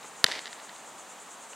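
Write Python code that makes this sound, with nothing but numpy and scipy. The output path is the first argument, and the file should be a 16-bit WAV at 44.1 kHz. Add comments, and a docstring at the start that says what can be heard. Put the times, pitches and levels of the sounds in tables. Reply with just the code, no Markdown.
"""Catcher's mitt on an open ball field

Close to a stereo microphone, a pitched baseball cracks into a mitt and sets the leather ringing.
Fences and buildings farther off throw the crack back as distinct slaps and a scattered tail.
Out in the field, insects buzz in regular swells and a few faint taps sound over a distant rumble."""
import sys
import numpy as np
from scipy import signal
from scipy.fft import rfft, irfft
from scipy.io import wavfile
from scipy.ndimage import uniform_filter1d, map_coordinates

SR = 44100
rng = np.random.default_rng(int(sys.argv[2]) if len(sys.argv) > 2 else 0)


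def wav_out(sig):
    """Save sig, one row per channel (or a flat mono array), as 16-bit PCM at SR to the path in sys.argv[1]."""
    wavfile.write(sys.argv[1], SR, np.round(np.clip(np.atleast_2d(sig).T, -1, 1) * 32767).astype(np.int16))


N = 68355
CATCH_S, ECHO_PAN_DB = .2426, -1

# Ring of the leather pocket and ball: f/Hz, relative level/dB, t60/s
MITT_MODES = [(235, -27, 0.01), (653, -26, .022), (1510, -11.5, 0.0034), (1837, -1, 0.0042),
              (3120, -15, 0.0099), (3860, 5, 0.0034), (4460, 1, 0.0031), (5540, -9, .003),
              (6930, -17.5, 0.011), (10350, -1, 0.0014), (11000, -14, 0.0018), (13700, -28, 0.0033)]
# Slaps off fences and walls, as they reach the microphone: t/s, relative level/dB, smear/s
SLAPS = [(0.263, -22, 0.0007), (0.2656, -17.5, 0.00063), (0.2846, -35, .0005), (0.297, -39, .002),
         (0.3149, -21, .001), (.3198, -18.5, .001), (.3402, -45, .001), (.3602, -30, .001),
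         (0.3916, -24.5, 0.00058), (0.4568, -25, 0.00047), (0.4694, -27, 0.0036), (.4778, -29.5, .0012),
         (.5297, -28.5, 0.00033), (0.5855, -38, .004), (.5988, -36, .002), (0.6928, -29, .003)]
# Colour of those surfaces: f/Hz, gain/dB
SURFACE_COLOUR = [(300, -19), (1200, -12), (2100, 7.5), (3800, -4), (6000, -1.5), (10000, -4)]
# Colour of the scattered tail, and the filter that dulls it later on: f/Hz, gain/dB
SCATTER_COLOUR = [(200, -28), (700, -3), (1200, -8.5), (2000, 2.5), (2700, -5), (4000, -3), (5500, -6),
                  (8000, -10.5), (11000, -19.5), (15000, -46)]
LATE_COLOUR = [(4500, 6), (7000, -7.5), (12000, -33)]
# Dull returns from the buildings: t/s, level/dB, decay/s
BUILDING_RETURNS = [(.284, -35, 0.026), (0.357, -43, 0.034)]
# Colour of those returns: f/Hz, gain/dB
BUILDING_COLOUR = [(150, -13), (280, -1.5), (500, -3), (900, -3.5), (1500, -7), (4000, -55)]
# Crests of the insect buzz: t/s, relative level/dB
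INSECT_SWELLS = [(.07, -1), (0.189, -1.5), (.31, -21), (.42, 0), (.53, -0.5), (.645, -1.5), (.755, -3),
                 (.805, -6), (.88, -3), (1.0, -0.5), (1.11, -0.5), (1.215, -1.5), (1.325, 0), (1.43, -2),
                 (1.515, -0.5)]
# Colour of the buzz: f/Hz, gain/dB
INSECT_COLOUR = [(4000, -68), (5700, -8), (6500, 3), (7200, 3.5), (8200, 2), (9200, -4.5), (10400, -13),
                 (12500, -66), (16000, -30)]
# Faint taps around the field: t/s, level/dB, decay/s, band centre f/Hz
FIELD_TAPS = [(.029, -46, 0.0052, 2500), (.045, -43.5, 0.01, 875), (.763, -41, 0.00066, 2000),
              (1.532, -41, 0.0017, 1780), (1.533, -47, 0.0073, 620)]
# Colour of the distant rumble: f/Hz, gain/dB
RUMBLE_COLOUR = [(25, -38), (60, -23), (110, -14.5), (200, -2.5), (330, -3), (600, 2), (930, 4.5),
                 (1400, 0), (2200, -5.5), (3800, -8.5), (5300, -13), (10000, -17), (15500, -28)]
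# Stereo width of the rumble: f/Hz, side against mid level/dB
RUMBLE_WIDTH = [(50, -5), (300, -11), (1000, -16.5), (3000, -10), (10000, -28)]
# Imbalance of the two microphone capsules: f/Hz, left minus right level/dB
CAPSULE_BALANCE = [(60, -7), (125, -1.5), (250, 0.5), (500, 1.4), (1000, 0.5), (2800, 1.5), (5500, -1.7),
                   (13000, 0)]


def mitt(t, contact_s=.0001):
    """The ball's push sets the heavily damped leather ringing for a few milliseconds."""
    ring = sum(undb(db) * np.sin(2 * np.pi * hz * t) * fade(t, t60 / np.log(1000))
               for hz, db, t60 in MITT_MODES)
    return undb(1.5) * ring * (1 - fade(t, contact_s))


def catch(t, crack, graze_lead_s=.000381, ground_lag_s=.0022, thud_lag_s=.006, thud_hz=930):
    """Close up: the ball grazes, then seats; the crack bounces off the ground; the padding gives way."""
    age = t - CATCH_S
    delayed = lambda lag: map_coordinates(crack, [(age - lag) * SR])
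    graze = undb(-10.5) * cut(delayed(-graze_lead_s), 3020, "high", order=1)
    ground = undb(-16) * cut(delayed(ground_lag_s), 5000, "low")
    padding = burst(age - thud_lag_s, decay_s=.0035)
    thud = undb(-30) * np.sqrt(SR / thud_hz / 2) * cut(padding, thud_hz, "low")
    close = pan(graze + delayed(0), -1.8) + pan(ground, 4) + pan(thud, 6)
    return cut(close, 177, "high", order=1)


def slap_echoes(t, crack, top_hz=10900, air_per_s=2.37):
    """Each fence or wall smears the crack by its depth; the air dulls the farther ones."""
    paths = sum(undb(db) * cut(smear(t - at, spread), top_hz * np.exp(-air_per_s * (at - CATCH_S)), "low")
                for at, db, spread in SLAPS)
    slaps = signal.fftconvolve(paths, crack)[:N]
    return pan(colour(slaps, SURFACE_COLOUR), ECHO_PAN_DB)


def scatter(t, fence_start_s=.2755, fence_end_s=.392, tail_start_s=.261, tail_t60_s=1):
    """Countless small reflections off near fences and the open field form a grainy tail that darkens."""
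    age = np.maximum(t - fence_start_s, 0)
    release = fade(np.maximum(t - fence_end_s, 0), decay_s=.0044)
    fences = (age > 0) * undb(-37 - 55 * age) * release
    tail = undb(-43) * fade(t - tail_start_s, tail_t60_s / np.log(1000))
    level = np.hypot(fences, tail)
    grains = noise(SCATTER_COLOUR) * unit(undb(1.3 * walk(rate_hz=400)))
    bright = fade(age, decay_s=.15)
    mid = bright * grains + (1 - bright) * colour(grains, LATE_COLOUR)
    side = undb(-15.5) * noise(SCATTER_COLOUR)
    return level * (pan(mid, ECHO_PAN_DB) + np.array([side, -side]))


def buildings(t):
    """Buildings around the field return the low end of the crack as dull booms."""
    level = sum(undb(db) * fade(t - at, decay) for at, db, decay in BUILDING_RETURNS)
    return pan(cut(level * noise(BUILDING_COLOUR), 169, "high"), ECHO_PAN_DB)


def insects(t, swell_width_s=.021, tymbal_hz=300, rasp_depth=.24):
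    """Out in the field, a tymbal rasp swells about nine times a second over a steady chorus."""
    swell = sum(undb(db) * np.exp(-.5 * ((t - at) / swell_width_s) ** 2) for at, db in INSECT_SWELLS)
    pulse_hz = tymbal_hz * (1 + .15 * walk(rate_hz=60))
    rasp = 1 + rasp_depth * np.sin(2 * np.pi * np.cumsum(pulse_hz) / SR)
    buzz = noise(INSECT_COLOUR) * swell * rasp
    chorus = undb(-7) * noise(INSECT_COLOUR)
    side = undb(-14) * noise(INSECT_COLOUR)
    return undb(-49.5) * (pan(buzz + chorus, 1.5) + np.array([side, -side]))


def taps(t):
    """Faint taps and scuffs on the field, each a short band of noise in the centre of the image."""
    return sum(undb(db) * np.sqrt(SR / hz / 2) * cut(burst(t - at, decay), [hz / 2, hz * 2], "band")
               for at, db, decay, hz in FIELD_TAPS)


def distant_rumble(t, drift_db_per_s=-.56):
    """Far off, a nearly steady rumble and hiss, perhaps of traffic, widest in the bass."""
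    mid = noise(RUMBLE_COLOUR)
    side = colour(noise(RUMBLE_COLOUR), RUMBLE_WIDTH)
    return undb(-47.5 + drift_db_per_s * t) * (pan(mid, -.4) + np.array([side, -side]))


def undb(db):
    """Decibels to gain."""
    return 10 ** (np.asarray(db) / 20)


def unit(x):
    """Scale to an rms of 1."""
    return x / np.sqrt(np.mean(x ** 2))


def pan(x, db):
    """Place a sound in the stereo image, left minus right in dB."""
    return x * undb(np.array([[db], [-db]]) / 2)


def colour(x, points):
    """Filter by a curve of points: f/Hz, gain/dB."""
    hz, db = np.array(points).T
    curve_db = np.interp(np.log(np.fft.rfftfreq(N, 1 / SR) + 1), np.log(hz), db)
    return irfft(rfft(x) * undb(curve_db), N)


def noise(points):
    """Noise of a given colour, with an rms of 1."""
    return unit(colour(rng.standard_normal(N), points))


def cut(x, hz, kind, order=2):
    """Low-, high- or band-pass."""
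    return signal.sosfilt(signal.butter(order, np.minimum(hz, SR / 2 - 1), kind, fs=SR, output="sos"), x)


def fade(t, decay_s):
    """A sudden start at t = 0, then exponential decay."""
    return (t >= 0) * np.exp(-np.maximum(t, 0) / decay_s)


def burst(t, decay_s):
    """White noise that starts at t = 0 and dies away."""
    return rng.standard_normal(N) * fade(t, decay_s)


def smear(t, spread_s):
    """A click spread over a few milliseconds, its spectrum kept flat."""
    spectrum = rfft(burst(t, spread_s))
    return irfft(spectrum / (np.abs(spectrum) + 1e-9), N)


def walk(rate_hz):
    """A smooth random wander with an rms of 1."""
    hold = int(SR / rate_hz)
    steps = np.repeat(rng.standard_normal(N // hold + 1), hold)
    return unit(uniform_filter1d(steps, hold)[:N])


def scene():
    """The catch up close, its echoes from farther off, and the field behind them."""
    t = np.arange(N) / SR
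    crack = mitt(t)
    catch_and_echoes = catch(t, crack) + slap_echoes(t, crack) + scatter(t) + buildings(t)
    return catch_and_echoes + insects(t) + taps(t) + distant_rumble(t)


def record(dry, top_hz=15800):
    """Two slightly unlike capsules; the recorder clips the tip of the crack and cuts the top."""
    capsules = np.array([colour(channel, [(hz, sign * db / 2) for hz, db in CAPSULE_BALANCE])
                         for channel, sign in zip(dry, (1, -1))])
    top_cut = signal.ellip(8, .2, 70, top_hz, fs=SR, output="sos")
    return signal.sosfilt(top_cut, np.clip(capsules, -1, 1))


dry = scene()
out = record(dry)
wav_out(out)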